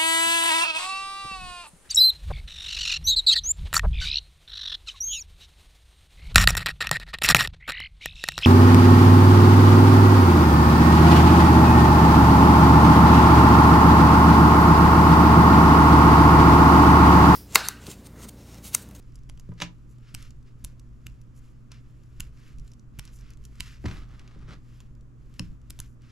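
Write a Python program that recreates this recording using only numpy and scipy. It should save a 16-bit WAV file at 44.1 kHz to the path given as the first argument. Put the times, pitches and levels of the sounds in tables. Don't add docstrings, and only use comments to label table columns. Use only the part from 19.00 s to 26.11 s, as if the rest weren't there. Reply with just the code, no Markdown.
import sys
import numpy as np
from scipy import signal
from scipy.fft import rfft, irfft, next_fast_len
from scipy.io import wavfile
from scipy.ndimage import uniform_filter1d, map_coordinates

SR = 44100
rng = np.random.default_rng(int(sys.argv[2]) if len(sys.argv) > 2 else 0)


def bounce(signal):
    frames = np.transpose(np.atleast_2d(signal))
    limited = np.clip(frames, -1, 1)
    pcm = np.round(limited * 32767).astype(np.int16)
    wavfile.write(sys.argv[1], SR, pcm)


N = 313551
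T = np.arange(N) / SR
IMPACT_T = T[:SR // 3]

# time_s, level_db, knock_db, body_db, sheen_db, push_db, pan_db, release_db
SNAPS = [(0.2958, -35, -22, -17, -22, -38.5, -2.5, -16), (1.1469, -24.5, -23, -16, -15, -33, -0.5, -17.5),
         (1.6457, -25, -29, -24, -13, -36.5, 0.5, -20), (2.0662, -30.5, -19, -13.5, -20.5, -37.5, 0, -24),
         (3.203, -21, -15.5, -17.5, -17, -32.5, -1, -20.5),
         (3.9925, -28.5, -19.5, -14.5, -16.5, -34, -1, -13.5),
         (4.6043, -16.5, -26.5, -16.5, -26, -33.5, -2.5, -22),
         (6.3934, -20.5, -24.5, -16, -28.5, -49.5, 5, -41), (6.7038, -28, -27, -23, -16, -40, 0.5, -18),
         (6.8003, -23, -23.5, -30, -16, -37, -0.5, -40)]


def snaps():
    out = np.zeros((2, N))
    edge_db = -14.5
    for s, db, knock_db, body_db, sheen_db, push_db, pan_db, release_db in SNAPS:
        registers_db = [knock_db, body_db, edge_db, sheen_db]
        release = coil_click(registers_db, chatter=5.9, chatter_t60_s=0.012)
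        slam = coil_click(registers_db, chatter=2.2, chatter_t60_s=0.0079)
        puff = air_push(width_s=0.0019, tail=3.5)
        add(out, s - 0.0052, placed(amp(db + release_db + 29) * release, pan_db))
        add(out, s - 0.0001, placed(amp(db + 23.5) * slam, pan_db))
        add(out, s - 0.0045, placed(amp(push_db + 6.5) * puff, -2.8))
    return out


def coil_click(registers_db, chatter, chatter_t60_s):
    # centre_hz, width_hz, level_db
    modes = [(555, 190, 2), (1040, 79, 2), (1417, 1200, -9), (2810, 475, 3), (3590, 1500, -4),
             (5120, 1030, 1), (5620, 1250, 0.5), (7510, 610, -0.5), (8920, 710, -4), (10770, 470, 2.5),
             (12350, 530, -5), (13500, 710, -6)]
    # low_hz, high_hz
    registers = [(1000, 2000), (2000, 4000), (4000, 8000), (8000, 15000)]
    t = IMPACT_T[:SR // 20]
    onset = 1 - np.exp(-t / 0.00064)
    rattle = unit(rng.standard_normal(len(t)) * onset * amp(-60 * t / chatter_t60_s))
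    force = chatter * rattle / np.sqrt(len(t))
    force[round(0.0005 * SR)] += 1
    retune = np.exp(0.034 * rng.standard_normal(len(modes)))

    def resonances(hz):
        return sum((-1) ** k * amp(db) * 1j * hz * width
                   / ((centre * retune[k]) ** 2 - hz * hz + 1j * hz * width)
                   for k, (centre, width, db) in enumerate(modes))

    click = filtered(np.pad(force, (32, 0)), resonances)
    sizes = [np.linalg.norm(filtered(click, lambda hz: (hz > lo) & (hz < hi))) for lo, hi in registers]
    gains_db = registers_db - 20 * np.log10(sizes)
    centres_hz = np.sqrt(np.prod(registers, axis=1))
    colour = [(880, gains_db[1]), *zip(centres_hz, gains_db)]
    radiation = lambda hz: hz ** 2 / np.hypot(hz ** 2, 1104 ** 2)
    return filtered(click, lambda hz: amp(along(colour, hz)) * radiation(hz))


def air_push(width_s, tail):
    u = IMPACT_T / width_s - 2
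    spread = np.where(u < 0, 1, tail)
    onset = np.minimum(IMPACT_T / width_s, 1)
    return onset * u * np.exp(-u * u / spread / 2) / np.sqrt(spread)


def ticks():
    # time_s, level_db, body_db, sheen_db
    loud_ticks = [(0.156, -37, -20, -22), (0.3748, -42.5, -5, -29), (0.397, -36.5, -10.5, -21),
                  (1.2257, -35.5, -11, -19), (1.306, -36, -17.5, -30.5), (1.7957, -40, -13.5, -23),
                  (2.2147, -46, -13, -22), (2.7174, -31.5, -7, -29), (3.5966, -41.5, -16, -28),
                  (3.6774, -39.5, -14, -29), (3.795, -39.5, -34, -37), (4.0522, -34.5, -17, -22),
                  (4.076, -35, -10.5, -39), (4.3045, -41.5, -10, -18), (4.4515, -32, -17, -23),
                  (5.194, -37, -4, -32), (5.2765, -38, -5.5, -37), (5.8034, -36.5, -6.5, -28),
                  (6.34, -44.5, -11, -24), (6.7898, -32, -4, -18)]
    # start_s, end_s, level_db
    pulls = [(0.0, 0.52, -51), (3.581, 3.805, -41), (3.995, 4.7, -43)]
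    rows = list(loud_ticks) + small_ticks(0, T[-1], per_s=2.5, db=-51.5)
    for start, end, db in pulls:
        rows += small_ticks(start, end, per_s=14, db=db)
    out = np.zeros(N)
    for s, db, body_db, sheen_db in rows:
        click = coil_click([body_db - 17, body_db - 11, -13, sheen_db], chatter=1, chatter_t60_s=0.018)
        add(out, s - 0.0008, amp(db + 20.5) * click)
    return placed(out, 0)


def small_ticks(start, end, per_s, db, spread_db=2, body_db=-13, sheen_db=-27):
    delay, size = rng.random((40, 2)).T
    times = start + (np.arange(len(delay)) + delay) / per_s
    levels_db = db + spread_db * (2 * size - 1)
    return [(s, level_db, body_db, sheen_db) for s, level_db in zip(times, levels_db) if s < end]


def knocks():
    # start_s, level_db, hardness_hz, bass_db
    blows = [(0.489, -35.5, 190, 2.5), (0.5181, -51.5, 710, -18), (.6018, -42.5, 4000, -22),
             (.6142, -41, 4500, -24), (.619, -29.5, 3000, -24), (4.841, -32, 402, -2),
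             (4.855, -27.5, 424, 5.5), (4.856, -50, 1400, 3), (4.884, -48, 2400, -13),
             (4.912, -45.5, 2820, -1.5), (5.361, -48, 280, -14), (5.4841, -46, 420, 2),
             (6.395, -32, 173, -32)]
    out = np.zeros(N)
    for s, db, hardness_hz, bass_db in blows:
        weight = lambda hz: ((amp(bass_db / 2) + 1j * hz / 160) / (1 + 1j * hz / 160)) ** 2
        contact = lambda hz: weight(hz) / (1 + 1.4j * hz / hardness_hz - (hz / hardness_hz) ** 2)
        blow = filtered(table_ring(), contact)
        add(out, s, amp(db) * blow / np.std(blow[:SR // 50]))
    return placed(out, -0.77)


def table_ring(dense_db=10.5, dense_t60_s=0.13, crack_db=22, crack_t60_s=0.021):
    # pitch_hz, level_db, t60_s
    modes = [(77, 6, 0.166), (115.6, 7, 0.19), (170.9, 6.5, 0.23), (223.3, 5, 0.096), (302, 0, 0.16),
             (394, -4.5, 0.056), (453, -12, 0.025), (526, -4, 0.07), (591, -2, 0.088), (985, 4, 0.094),
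             (1238, 1.5, 0.09), (1970, -15, 0.057), (2390, 1, 0.095), (3000, -19, 0.17),
             (4600, -22.5, 0.085)]
    # frequency_hz, level_db
    grain = [(150, -5), (450, -2.5), (780, -9.5), (1200, -5.5), (2800, -1), (4000, -2.5), (6500, 2.5),
             (9000, -8), (14000, -10)]
    ring = 0
    for k, (hz, db, t60) in enumerate(modes):
        decay = amp(db + 2 * rng.standard_normal() - 60 * IMPACT_T / t60)
        ring -= (-1) ** k * decay * np.sin(2 * np.pi * hz * IMPACT_T)
    dense = coloured(rng.standard_normal(len(IMPACT_T)), grain)
    dense_decay = amp(dense_db - 60 * IMPACT_T / dense_t60_s)
    crack_decay = amp(crack_db - 60 * IMPACT_T / crack_t60_s)
    return ring + dense * (dense_decay + crack_decay)


def rolling():
    # time_s, level_db
    strength = [(4.86, -33.5), (4.87, -51), (4.996, -54.5), (5.08, -72.5), (5.086, -63), (5.248, -64.5),
                (5.466, -64), (5.514, -50), (5.62, -82)]
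    # frequency_hz, level_db
    wood_spectrum = [(100, 9), (300, 7.5), (500, -3.5), (700, -5.5), (1020, -4), (1230, 3.5), (1480, -3.5),
                     (1950, -3), (2850, -8), (3800, -9.5), (5500, -14.5), (8000, -24), (13000, -38),
                     (15500, -58)]
    level_db = np.interp(T, *np.transpose(strength))
    touching = np.interp(T, [4.85, 4.87, 5.56, 5.64], [0, 1, 1, 0])
    wood = coloured(impulses(per_s=3000, spread_db=-1.5), wood_spectrum)
    return placed(touching * amp(level_db + 5 + 2.1 * wobble(50)) * wood, -0.15)


def sliding():
    # fastest_s, rise_s, fall_s, rub_db, hiss_db
    strokes = [(0.602, 0.028, .02, -56, -75), (.92, 0.045, 0.02, -83, -70), (1.09, 0.072, 0.073, -63, -95),
               (1.21, .066, 0.096, -57, -68.5), (1.48, 0.037, 0.051, -68.5, -89),
               (2.381, 0.034, 0.021, -71, -64.5), (2.45, .05, 0.092, -71.5, -74.5),
               (2.725, .02, 0.083, -58.5, -82), (3.49, 0.17, 0.055, -64.5, -79),
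               (3.68, 0.072, 0.064, -72, -76.5), (4.07, 0.13, 0.09, -62, -76),
               (4.15, 0.041, 0.08, -78, -64), (4.29, 0.14, 0.074, -63, -78), (4.68, .11, 0.12, -55, -68),
               (4.91, 0.12, 0.14, -59.5, -67.5), (5.78, 0.17, .12, -68.5, -79),
               (6.87, 0.12, 0.089, -86, -73.5), (7.11, .11, .066, -62.5, -80)]
    # frequency_hz, level_db
    rub_spectrum = [(300, -16), (800, -8.5), (1250, 11), (1700, 10), (2700, 10.5), (3800, 4.5), (5300, 5.5),
                    (7000, -2.5), (8600, -9.5), (14000, -31)]
    hiss_spectrum = [(2000, -21), (5000, 6), (7300, 14), (8500, 3), (10000, 8.5), (11800, 6), (13400, 3.5),
                     (14400, -13), (15500, -34)]
    moves = [(swell(s, rise, fall), rub_db, hiss_db) for s, rise, fall, rub_db, hiss_db in strokes]
    moves.append((fidgeting(), -77.5, -84))
    for s, db, *_ in SNAPS:
        creep = np.where(T < s, amp(-9) ** 2, 1)
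        moves.append((swell(s, rise_s=0.11, fall_s=0.099) * creep, db - 40, db - 47.5))
    rub_power = sum(speed * amp(rub_db) ** 2 for speed, rub_db, _ in moves)
    hiss_power = sum(speed * amp(hiss_db) ** 2 for speed, _, hiss_db in moves)
    rub_gain = np.sqrt(rub_power) * amp(1.15 * wobble(60))
    rub = rub_gain * coloured(impulses(per_s=9000, spread_db=0), rub_spectrum)
    hiss_gain = np.sqrt(hiss_power) * amp(0.61 * wobble(51))
    hiss = hiss_gain * coloured(impulses(per_s=3500, spread_db=3.5), hiss_spectrum)
    return placed(rub, 0.202) + placed(hiss, 1.0)


def fidgeting(swing_db=3):
    # start_s, end_s
    holds = [(3.82, 4.4), (5.96, 6.2), (6.56, 7.3)]
    moving = np.ones(N)
    for start, end in holds:
        moving[(T > start) & (T < end)] = 0
    return np.abs(uniform_filter1d(moving, size=SR // 20)) * amp(swing_db * wobble(8)) ** 2


def stirred_air():
    # fastest_s, length_s, level_db
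    sweeps = [(0.326, 0.82, -39), (1.3, 0.48, -41), (3.598, 0.14, -33), (4.367, 0.58, -39),
              (4.91, 0.32, -33), (5.086, 0.31, -36.5), (5.453, 0.22, -35), (6.472, 0.25, -33)]
    # frequency_hz, level_db
    gust_spectrum = [(12, -1), (25, -6), (40, -3), (53, 1.5), (68, -11), (95, -14), (160, -17.5),
                     (400, -76)]
    steady_power = amp(-43.5) ** 2
    sweep_power = sum(swell(s, length / 2, length / 2) * amp(db) ** 2 for s, length, db in sweeps)
    recoil_power = sum(swell(s, rise_s=0.03, fall_s=0.12) * amp(push_db - 2) ** 2
                       for s, *_, push_db, _, _ in SNAPS)
    gain = amp(-5.5) * np.sqrt(steady_power + sweep_power + recoil_power)
    return placed(gain * stereo_noise(gust_spectrum), -1.1)


def background(hum_hz=120):
    # frequency_hz, level_db
    noise_spectrum = [(30, 4), (90, -7.5), (130, 9.5), (175, -1.5), (235, 1.5), (310, -6), (420, -13.5),
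                      (800, -27), (1200, -20), (2000, -30.5), (4000, -39.5), (7300, -37), (8500, -45.5),
                      (13000, -49), (15500, -73)]
    # frequency_hz, left_over_right_db
    balance = [(60, -3), (110, 0.5), (200, -3.5), (380, -6), (700, -8), (1300, -1), (4400, 1.8),
               (15000, 10.5)]
    ear_phase_rad = np.array([[-0.45], [0.45]])
    phase = 2 * np.pi * hum_hz * T + 0.1 * wobble(2)
    hum = amp(-48.5 + 0.2 * wobble(2.08)) * np.sin(phase + ear_phase_rad)
    ear_gains = lambda hz: amp(along(balance, hz) * np.array([[0.5], [-0.5]]))
    noise = filtered(stereo_noise(noise_spectrum), ear_gains)
    return placed(hum, 1.1) + amp(-55) * noise


def reverberation(x, delay_samples=130):
    # frequency_hz, t60_s
    decay_times = [(150, 0.43), (1500, 0.21), (6000, 0.18), (14000, 0.055)]
    hz, t, noise = signal.stft(rng.standard_normal((2, SR // 2)), SR, nperseg=256)
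    decay = amp(-60 * t / along(decay_times, hz)[:, None])
    _, tail = signal.istft(noise * decay, SR, nperseg=256)
    response = np.pad(tail, ((0, 0), (delay_samples, 0))) / np.linalg.norm(tail[0])
    return signal.fftconvolve(x, response, axes=1)[:, :N]


def stereo_noise(spectrum):
    # frequency_hz, correlation
    coherence = [(30, 0.93), (250, 0.61), (1000, 0.092), (8000, 0.47)]
    mid, side = coloured(rng.standard_normal((2, N)), spectrum)
    side = filtered(side, lambda hz: np.tan(np.arccos(np.clip(along(coherence, hz), 0, 1)) / 2))
    return unit(np.array([mid + side, mid - side]))


def impulses(per_s, spread_db):
    contacts = (rng.random(N) < per_s / SR) * rng.standard_normal(N)
    return unit(contacts * amp(spread_db * np.clip(rng.standard_normal(N), -2, 2)))


def swell(s, rise_s, fall_s):
    return np.interp(T, [s - rise_s, s, s + fall_s], [0, 1, 0]) ** 1.36


def wobble(knots_per_s):
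    return map_coordinates(rng.standard_normal(int(N * knots_per_s / SR) + 4), [T * knots_per_s])


def amp(db):
    return 10 ** (np.asarray(db) / 20)


def unit(x):
    return x / np.sqrt(np.mean(x ** 2) + 1e-20)


def along(points, hz):
    frequencies, values = np.transpose(points)
    return np.interp(np.log(hz + 1), np.log(frequencies + 1), values)


def filtered(x, response):
    n = x.shape[-1]
    size = next_fast_len(n + 8192)
    return irfft(rfft(x, size) * response(np.fft.rfftfreq(size, 1 / SR)), size)[..., :n]


def coloured(x, spectrum):
    return unit(filtered(x, lambda hz: amp(along(spectrum, hz))))


def placed(x, pan_db):
    return x * amp([[pan_db / 2], [-pan_db / 2]])


def add(track, s, x):
    start = max(round(s * SR), 0)
    track[..., start:start + x.shape[-1]] += x[..., :N - start]


def scene():
    # frequency_hz, lead_rad
    left_lead = [(100, -0.52), (860, -0.52), (3000, -0.93), (4500, -0.44), (10000, -0.57), (14000, 1)]
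    springs = snaps() + ticks()
    wood = knocks() + rolling()
    fingers = sliding()
    reflected = reverberation(amp(-18) * springs + amp(-13) * wood + amp(-14.5) * fingers)
    phase_shift = lambda hz: np.exp(0.5j * along(left_lead, hz) * np.array([[1], [-1]]))
    direct = filtered(springs + wood + fingers, phase_shift)
    return direct + reflected + stirred_air() + background()


def record(dry):
    cutoff_hz = 15400
    return filtered(dry, lambda hz: 1 / np.sqrt(1 + (hz / cutoff_hz) ** 80))


dry = scene()
out = record(dry)
bounce(out)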